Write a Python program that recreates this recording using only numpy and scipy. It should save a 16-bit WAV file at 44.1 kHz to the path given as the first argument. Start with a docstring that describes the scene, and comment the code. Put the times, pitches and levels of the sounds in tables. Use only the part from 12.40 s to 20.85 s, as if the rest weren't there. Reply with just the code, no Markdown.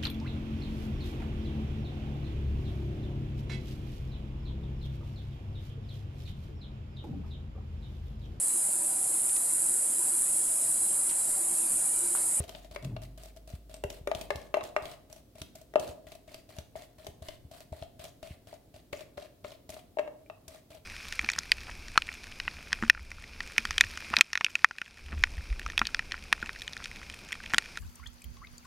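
"""A soft thud and a light knock, then sticky crackling: a wooden stick stirs thick slime in a plastic jar,
hand-held close to a stereo microphone in a small room. About four times a second the stick drags through
the mass, breaking threads and bubbles; now and then it snaps free or knocks on the wall. These contacts
ring the air in the jar, and the jar bounces in the palm. Behind it lie room tone and a faint low drone."""
import sys
import numpy as np
from scipy import signal
from scipy.fft import rfft, irfft
from scipy.io import wavfile

SR = 44100
rng = np.random.default_rng(int(sys.argv[2]) if len(sys.argv) > 2 else 0)


def persist_wave(psi):
    """Save psi, clipped to +-1, as 16-bit WAV."""
    counts = np.round(np.clip(psi, -1, 1) * 32767).astype(np.int16)
    wavfile.write(sys.argv[1], SR, np.atleast_2d(counts).T)


N = 372644

# Levels are relative within each table; the functions set the balance.
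# the quiet room at the microphone: (frequency [Hz], level per Hz [dB])
ROOM_TONE = [(20, -23), (55, -1.5), (110, 1), (200, -6), (275, -2), (400, -8), (650, -14), (900, -23),
             (2000, -28.5), (4000, -26.5), (6500, -30.5), (11000, -30), (16000, -29)]
# how alike the room tone is on both sides: (frequency [Hz], likeness [0-1])
TONE_LIKENESS = [(60, 0.91), (250, 0.9), (600, 0.72), (1500, 0), (5000, 0), (16000, 0.39)]
# a low drone that swells and fades: (time [s], level [dB])
DRONE = [(0, -59), (0.4, -52), (0.65, -48.5), (0.95, -54.5), (1.3, -53), (1.9, -55), (2.2, -65),
         (8.45, -75.5)]
# decay of the small room: (frequency [Hz], t60 [s])
ROOM_T60 = [(100, 1), (600, 0.56), (2500, 0.4), (6000, 0.36), (15000, 0.25)]
# spectrum of its reflections: (frequency [Hz], level [dB])
ROOM_COLOUR = [(200, 2), (600, -2), (1200, -3), (2500, -1.5), (5000, -2.5), (10000, -0.5), (16000, 3)]
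# its standing waves: (frequency [Hz], level [dB], t60 [s], left over right [dB])
ROOM_MODES = [(404, 1.5, 0.086, -5.5), (601.6, -3, 0.25, 21)]
# the jar jolts in the hand: (time [s], level [dB])
THUDS = [(0.002, -29.5), (1.136, -34.5), (1.446, -34.5), (1.612, -42.5), (1.754, -45), (1.954, -36.5),
         (3.014, -42), (3.492, -43.5), (4.184, -39), (4.686, -44), (4.819, -41.5), (5.05, -43),
         (5.321, -37), (5.418, -43), (5.908, -39)]
# a finger judders over the plastic: (time [s], level [dB])
FINGER = [(0.41, -65), (0.44, -36), (0.48, -36), (0.53, -34), (0.57, -43), (0.67, -47.5), (0.75, -54.5),
          (0.82, -56)]
# stick on wall: (time [s], level [dB], hardness [0-1], clack offset [dB], hollow note [Hz])
KNOCKS = [(0.004, -44, 0.94, -7, 540), (0.361, -40, 0.6, -2.5, 584), (0.5646, -43.5, .2, -6, 640),
          (1.438, -34.5, 0.97, -9, 579), (1.673, -30.5, 0.8, -6.5, 566), (1.7148, -26, .25, -9.5, 645),
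          (1.9045, -30, 0.77, 0, 576), (2.1415, -25, 0.61, -5.5, 622), (2.17, -25, 0.33, -19, 640),
          (2.209, -44, .4, 0.5, 606), (2.364, -26.5, 0.6, -6.5, 616), (3.338, -43.5, 0.76, -7.5, 640),
          (3.357, -17.5, 0.14, -16, 623), (4.355, -39, 0.1, -15.5, 640), (4.667, -42.5, 0.76, -8.5, 640),
          (5.328, -41, 0.37, -20, 630), (5.425, -42.5, 0.38, -23, 659), (6.128, -44, 0, -20, 640),
          (6.5304, -36, 0.44, -8, 582), (6.778, -39, 0.5, -10, 590), (7.046, -40.5, 0.48, -7.5, 589),
          (7.366, -46.5, 0.1, -12, 640), (7.571, -31.5, 0.1, -27, 640), (7.5865, -31, 0.05, -8, 603),
          (7.593, -28, 0.28, -10.5, 613), (7.676, -39, .05, -11.5, 600), (7.899, -41.5, 0.2, -10, 635)]
# modes of the plastic wall: (frequency [Hz], level [dB], t60 [s])
WALL_MODES = [(1063, 0, 0.041), (1198, 12, 0.013), (1550, -2.5, 0.0084), (1920, -0.5, 0.043),
              (2210, 6.5, 0.018), (2670, 6.5, 0.022), (3880, 1, 0.012)]
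# low modes of the filled jar: (frequency [Hz], level [dB], t60 [s])
BODY_MODES = [(411.3, -4.5, 0.092), (492, -5, 0.082)]
# the dry clack of wood on plastic: (frequency [Hz], level [dB])
CLACK_COLOUR = [(400, -8.5), (1000, -2), (1700, 3), (2700, -6.5), (4500, -12.5), (7000, -20.5),
                (16000, -38)]
# the bright crack of knocks and snaps: (frequency [Hz], level [dB])
CRACK_COLOUR = [(1000, -14), (3000, -15.5), (5500, 5.5), (8200, 1), (10000, 0), (13000, -1.5),
                (16000, -12.5)]
# small air pockets pop: (time [s], pitch [Hz], level [dB])
POPS = [(0.362, 2250, -33), (1.342, 8300, -40), (3.67, 2000, -50), (3.943, 4750, -39), (7.862, 2350, -54),
        (8.33, 2300, -50)]
# the stick catches and snaps free: (time [s], level [dB], treble offset [dB])
SNAPS = [(0.0927, -37.5, -9), (0.1486, -37.5, -25), (0.3596, -39, -13), (0.4469, -40.5, -8),
         (0.5646, -40.5, -21), (0.8344, -54.5, 5), (1.3409, -43.5, -5), (1.5015, -37.5, -5.5),
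         (1.7484, -34, -8.5), (1.8113, -33, -8), (1.957, -38.5, -6.5), (2.2374, -44.5, -0.5),
         (2.4543, -34.5, -13.5), (2.7264, -53, 7), (3.0165, -34.5, -6.5), (3.1547, -53.5, 6.5),
         (3.3962, -37, -5.5), (3.7189, -42.5, -10), (3.9434, -40, -7), (4.1849, -38.5, -5.5),
         (4.6668, -37.5, -8), (4.8848, -36, -11), (5.4236, -42.5, -18), (5.6406, -41, -5),
         (5.8282, -42, -11), (6.5286, -37.5, -11), (7.2918, -47.5, -1), (7.3014, -46.5, 3.5),
         (8.08, -47, 2.5)]
# the body of a snap: (frequency [Hz], level [dB])
SNAP_COLOUR = [(300, 9), (900, 2.5), (1400, -2), (2000, -1.5), (2800, 4.5), (3500, 4), (4600, -0.5),
               (6000, -13.5), (9000, -31), (16000, -26)]
# the stick drags through the slime: (start [s], length [s], level [dB])
STROKES = [(0.001, 0.044, -58), (0.079, 0.18, -62), (0.311, 0.04, -58.5), (0.425, 0.032, -61),
           (0.618, 0.033, -61.5), (0.776, 0.12, -65.5), (0.963, .012, -68), (1.075, 0.081, -63.5),
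           (1.295, 0.075, -66.5), (1.498, 0.085, -65), (1.753, 0.093, -62), (1.958, .11, -63),
           (2.231, 0.057, -58.5), (2.423, 0.12, -57), (2.699, .095, -66.5), (2.954, 0.052, -68.5),
           (3.152, 0.071, -69), (3.397, 0.12, -56.5), (3.668, 0.084, -63), (3.878, 0.12, -65),
           (4.09, 0.12, -63.5), (4.36, 0.084, -61), (4.584, .12, -65), (4.822, 0.12, -61.5),
           (5.113, .11, -61.5), (5.324, 0.12, -64), (5.594, 0.093, -58), (5.828, 0.11, -61),
           (6.071, 0.084, -62.5), (6.341, 0.054, -64), (6.527, 0.098, -56.5), (6.773, .085, -59),
           (7.042, .1, -59.5), (7.292, 0.1, -59.5), (8.079, .11, -63), (8.304, 0.066, -63.5)]
# the strokes' treble against their squelch: (time [s], level [dB])
BRIGHTNESS = [(0, 1), (0.3, -2.5), (0.85, 6), (1.1, 4), (1.8, 5.5), (2.05, -2), (2.45, -2), (2.75, 3),
              (3.15, 8), (3.5, 0.5), (4.2, 0), (5.2, 1.5), (5.65, -1), (6.1, -1), (6.8, -5.5), (7.1, -4),
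              (7.32, 1.5), (8.1, -1), (8.45, 1)]
# the wet squelch of a stroke: (frequency [Hz], level [dB])
SQUELCH_COLOUR = [(200, -34), (600, 11), (1100, 10), (2000, -4), (2800, -1), (4300, 4.5), (6000, -10.5),
                  (9000, -43), (16000, -29)]
# the fine fizz above it: (frequency [Hz], level [dB])
FIZZ_COLOUR = [(2000, -5), (4500, -4), (6000, -14.5), (8300, -5), (10000, -9), (13000, -9.5),
               (16000, -15.5)]

AIR_HZ, AIR_T60_S = 640, 0.054   # the air in the open jar


def from_db(db):
    """Decibels to amplitude."""
    return 10 ** (np.asarray(db) / 20)


def rms_one(x):
    """Scale to rms 1."""
    return x / np.sqrt(np.mean(x ** 2) + 1e-20)


def in_time(rows):
    """A level curve in dB joined by straight lines, silent outside its span."""
    return np.interp(np.arange(N) / SR, *np.transpose(rows), left=-np.inf, right=-np.inf)


def at_hz(points, hz):
    """A spectrum read on a log-frequency axis."""
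    freqs, values = np.transpose(points)
    return np.interp(np.log(np.maximum(hz, 1)), np.log(freqs), values)


def panned(db):
    """Stereo gains, the left louder by db."""
    return from_db(np.array([[.5], [-.5]]) * db)


def drift(rate_hz):
    """A random wander with rms 1."""
    knots = rng.standard_normal(int(N / SR * rate_hz) + 2)
    return rms_one(np.interp(np.arange(N) / SR * rate_hz, np.arange(len(knots)), knots))


def add(out, s, sound):
    """Mix a short sound in at time s."""
    at = max(round(s * SR), 0)
    part = out[:, at:at + sound.shape[1]]
    part += sound[:, :part.shape[1]]


def clicks(times, heights):
    """One click at each time."""
    out = np.zeros(N)
    np.add.at(out, np.clip(np.round(times * SR).astype(int), 0, N - 1), heights)
    return out


def ring(x, hz, t60):
    """A resonator: a unit click sets it ringing at a height near 1."""
    radius, angle = from_db(-60 / (t60 * SR)), 2 * np.pi * hz / SR
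    return signal.lfilter([1, -1], [1, -2 * radius * np.cos(angle), radius * radius], x + 1e-18)


def damped(hz, t60, lag_s, size=8192):
    """A struck mode as a dying sine; it reaches the right channel lag_s later."""
    t = np.maximum(np.arange(size) / SR - np.array([[0], [lag_s]]), 0)
    return np.sin(2 * np.pi * hz * t) * from_db(-60 * t / t60)


def filtered(x, order, hz, kind):
    """A maximally flat low-, high- or band-pass."""
    return signal.sosfilt(signal.butter(order, hz, kind, fs=SR, output="sos"), x + 1e-18)


def coloured(x, spectrum, size=2048):
    """Causal (minimum-phase) filter with the given spectral shape and unit energy."""
    gains = from_db(at_hz(spectrum, np.fft.rfftfreq(size, 1 / SR)))
    cepstrum = irfft(np.log(gains))
    cepstrum[1:size // 2] *= 2
    cepstrum[size // 2 + 1:] = 0
    kernel = irfft(np.exp(rfft(cepstrum)))
    return signal.oaconvolve(x, kernel[None] / np.linalg.norm(kernel), axes=1)[:, :N]


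def left_right(mid, side, alike):
    """Blend two independent noises into a stereo pair with correlation alike."""
    return (np.sqrt(1 + alike) * mid + np.sqrt(1 - alike) * side * [[1], [-1]]) / np.sqrt(2)


def grains(size, per_s, size_db):
    """Clicks at random moments, most small and a few large."""
    born = rng.random(size) < per_s / SR
    return born * from_db(size_db * np.minimum(rng.exponential(1, size), 3))


def crackle(size, per_s, size_db, alike):
    """Tiny random breaks in stereo; rms 1."""
    return rms_one(grains(size, per_s, size_db) * left_right(*rng.standard_normal((2, size)), alike))


def bursts(times, levels_db, colour, rise_s, t60, alike, size=2048):
    """Each contact is a cluster of tiny breaks that builds up and dies away."""
    out, t = np.zeros((2, N)), np.arange(size) / SR
    envelope = (1 - np.exp(-t / rise_s)) * from_db(-60 * t / t60)
    for s, db in zip(times, levels_db):
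        cluster = crackle(size, per_s=15000, size_db=3.0, alike=alike) * envelope
        add(out, s, from_db(db) * rms_one(cluster))
    return coloured(out, colour)


def background(tone_db=-61, drone_hz=50):
    """Steady room tone, alike on both sides in the bass, and a low wavering drone."""
    hz = np.fft.rfftfreq(N, 1 / SR)
    mid, side = rfft(rng.standard_normal((2, N)))
    white = left_right(mid, side, at_hz(TONE_LIKENESS, hz))
    tone = irfft(white * from_db(at_hz(ROOM_TONE, hz)), N)
    pitch = drone_hz * (1 + 0.0426 * drift(5.9))
    drone = np.sin(2 * np.pi * np.cumsum(pitch) / SR)
    return from_db(tone_db) * rms_one(tone) + from_db(in_time(DRONE)) * rms_one(drone)


def reflections(x, first_s=0.0022, build_s=0.0012, size=32768):
    """Diffuse reflections build up after the nearest wall and die sooner in the treble."""
    t, hz = np.arange(size) / SR, np.fft.rfftfreq(size, 1 / SR)
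    noise = left_right(*rng.standard_normal((2, size)), alike=0.26)
    spectrum = rfft(noise) * from_db(at_hz(ROOM_COLOUR, hz))
    centres, decays = np.transpose(ROOM_T60)
    tail = 0
    for t60, share in zip(decays, np.eye(len(centres))):
        band = irfft(spectrum * at_hz(np.c_[centres, share], hz))
        tail = tail + band * from_db(-60 * t / t60)
    tail *= np.clip((t - first_s) / build_s, 0, 1)
    return signal.fftconvolve(x, rms_one(tail) / np.sqrt(size), axes=1)[:, :N]


def standing_waves(x):
    """Each room mode takes up the sound near its own pitch and hums on."""
    return sum(from_db(db) * ring(x, hz, t60) * 2 * np.log(1000) / (t60 * SR) * panned(pan)
               for hz, db, t60, pan in ROOM_MODES)


def finger(judder_hz=124, waver=0.069):
    """A finger slips over the plastic once, juddering and rubbing."""
    phase = 2 * np.pi * np.cumsum(judder_hz * (1 + waver * drift(45.9))) / SR
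    rub = rms_one(filtered(rng.standard_normal(N), 2, [70, 190], "band"))
    return from_db(in_time(FINGER)) * (np.sin(phase) + .5 * rub)


def thuds(gain_db=5, nudge_db=9):
    """The jar bounces on the soft palm for a few slow cycles; every stroke nudges it too."""
    times, db = np.transpose(THUDS)
    starts, _, stroke_db = np.transpose(STROKES)
    jolts = clicks(times, from_db(db)) + clicks(starts, from_db(stroke_db + nudge_db))
    bounce = ring(jolts, hz=75.6, t60=0.091) + from_db(-9.5) * ring(jolts, hz=118, t60=0.084)
    return from_db(gain_db) * filtered(bounce, 2, 200, "low")


def jar_air(x, hz, swell_t60=0.0083):
    """Small sounds inside the jar make its air swell into a hollow note."""
    return ring(ring(x, hz, AIR_T60_S), hz, swell_t60) * 20 / (swell_t60 * SR)


def jar_wall(spread_db=3.5, detune=0.015):
    """The plastic rings in modes that shift with the spot that is hit."""
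    hz, db, t60 = np.transpose(WALL_MODES)
    count = len(hz)
    strengths = from_db(db + spread_db * rng.standard_normal(count)) * rng.choice([-1, 1], count)
    pitches = hz * (1 + detune * rng.standard_normal(count))
    lags = rng.uniform(.00005, .00035, count)
    return sum(strength * damped(pitch, decay, lag)
               for strength, pitch, decay, lag in zip(strengths, pitches, t60, lags))


def knocks(air_db=6, thock_db=-6, body_db=6, wall_db=-3, clack_db=-12, crack_db=-15, low_cut_hz=300):
    """Wood on plastic: a crack, a dry clack, and the ringing of the jar's air, body and wall."""
    ringing = np.zeros((2, N))
    times, levels, hardness, clack_offsets, notes = np.transpose(KNOCKS)
    clack_levels = levels + clack_offsets
    # a harder knock drives the body more and cracks more
    body_levels = levels + np.interp(hardness, [0, 1], [-34.5, -1])
    crack_levels = levels + np.interp(hardness, [0, 1], [-36, -5.5])
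    body = sum(from_db(db) * damped(hz, t60, lag_s=.0001) for hz, db, t60 in BODY_MODES)
    thock = damped(hz=940, t60=.012, lag_s=.0002) * panned(1.0)   # the wall gives way under the stick
    for s, level, body_level, clack_level, hz in zip(times, levels, body_levels, clack_levels, notes):
        # the jar's mouth points left of the microphone, so its note is louder and earlier there
        hollow = damped(hz, t60=.046, lag_s=.00022) * panned(7.5)
        add(ringing, s, from_db(level + air_db) * (hollow - from_db(thock_db) * thock))
        add(ringing, s, from_db(body_level + body_db) * body)
        add(ringing, s, from_db(clack_level + wall_db) * jar_wall() * panned(1.34))
    ringing = filtered(ringing, 3, low_cut_hz, "high")   # so small a body radiates no bass
    clack = bursts(times, clack_levels + clack_db, CLACK_COLOUR, rise_s=0.0005, t60=0.027, alike=0.14)
    crack = bursts(times, crack_levels + crack_db, CRACK_COLOUR, rise_s=0.00037, t60=0.017, alike=0.15)
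    return ringing + clack * panned(3.2) + crack


def pops():
    """Each air pocket rings briefly at its own pitch."""
    out = np.zeros((2, N))
    for s, hz, db in POPS:
        add(out, s, from_db(db) * damped(hz, t60=.018, lag_s=0))
    return out


def small_snaps(loosen_db=9.5, stray_db=12.5, spread_db=0.5, treble_db=-6):
    """The stick pulls loose as each stroke opens and snaps once more later in it; rows as in SNAPS."""
    starts, lengths, db = np.transpose(STROKES)
    later = starts + lengths * rng.uniform(.3, 1, len(starts))
    times = np.r_[starts, later]
    levels = np.r_[db + loosen_db, db + stray_db + spread_db * rng.standard_normal(len(starts))]
    return np.c_[times, levels, treble_db + np.interp(times, *np.transpose(BRIGHTNESS))]


def snaps(body_db=-14, treble_db=-11, air_db=-49, air_follows=0.33):
    """Bright sticky releases stir the jar's air only a little, strong ones hardly more than weak."""
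    times, db, treble = np.vstack([SNAPS, small_snaps()]).T
    body = bursts(times, db + body_db, SNAP_COLOUR, rise_s=0.00065, t60=0.023, alike=0.31)
    top = bursts(times, db + treble + treble_db, CRACK_COLOUR, rise_s=0.00076, t60=.02, alike=0.05)
    puffs = clicks(times, from_db(air_db + air_follows * (db - db.mean())))
    return body * panned(1.7) + top * panned(-1.4) + jar_air(puffs * panned(7.3), AIR_HZ)


def bubbles(cycles=18, shift_db=7.5, low_hz=1800, high_hz=7500, sizes=16):
    """Tiny bubbles burst at random and ring a few cycles; the sizes that prevail keep shifting."""
    born = grains(N, per_s=600, size_db=1.5) * rng.choice([-1, 1], N)
    size_class, out = rng.integers(0, sizes, N), 0
    for k, hz in enumerate(np.geomspace(low_hz, high_hz, sizes)):
        bursting = born * (size_class == k) * from_db(shift_db * np.tanh(drift(11)))
        out = out + ring(bursting, hz, cycles / hz) * panned(rng.uniform(-8, 12))
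    return rms_one(out)


def stroke_envelope(attack_s=.008, release_s=0.022, fade_db=2.5):
    """Each stroke sets in quickly and dies down a little from start to end."""
    t, envelope = np.arange(N) / SR, np.zeros(N)
    for start, length, db in STROKES:
        rise = (t - start) / attack_s + .5
        fall = (start + length - t) / release_s + 1
        gate = np.clip(np.minimum(rise, fall), 0, 1)
        progress = np.clip((t - start) / length, 0, 1)
        envelope += gate * from_db(db - fade_db * (progress - .5))
    return envelope


def drag(squelch_db=-3, air_db=2, clump_db=2.5, narrowed_hz=700):
    """Threads and bubbles of slime break in clumps for as long as a stroke lasts."""
    clumps = rms_one(from_db(clump_db * drift(150)))
    coarse = clumps * crackle(N, per_s=2000, size_db=5.0, alike=0.054)
    fine = clumps * crackle(N, per_s=5700, size_db=1.5, alike=0)
    squelch = coloured(coarse, SQUELCH_COLOUR) * panned(2.2) + bubbles()
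    fizz = coloured(fine, FIZZ_COLOUR) * from_db(in_time(BRIGHTNESS))
    # the hollow note wanders as hand and slime change the shape of the air in the jar
    narrowing = (1 + np.tanh(2 * drift(8.2))) / 2
    air = (1 - narrowing) * jar_air(coarse, AIR_HZ) + narrowing * jar_air(coarse, narrowed_hz)
    hollow = rms_one(air) * panned(6.1)
    return stroke_envelope() * (from_db(squelch_db) * squelch + from_db(air_db) * hollow + fizz)


def scene():
    """The jar in the hand, close to the microphone, with the small room behind it."""
    jar = knocks() + snaps() + pops() + drag()
    radiated = jar.mean(0, keepdims=True)
    room = from_db(-4.0) * reflections(radiated) + standing_waves(radiated)
    hand = (thuds() + finger()) * panned(1.0)
    return jar + room + hand + background()


def record(dry):
    """The top is cut steeply at 15.9 kHz."""
    return signal.sosfilt(signal.ellip(10, .1, 70, 15900, fs=SR, output="sos"), dry)


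dry = scene()
out = record(dry)
persist_wave(out)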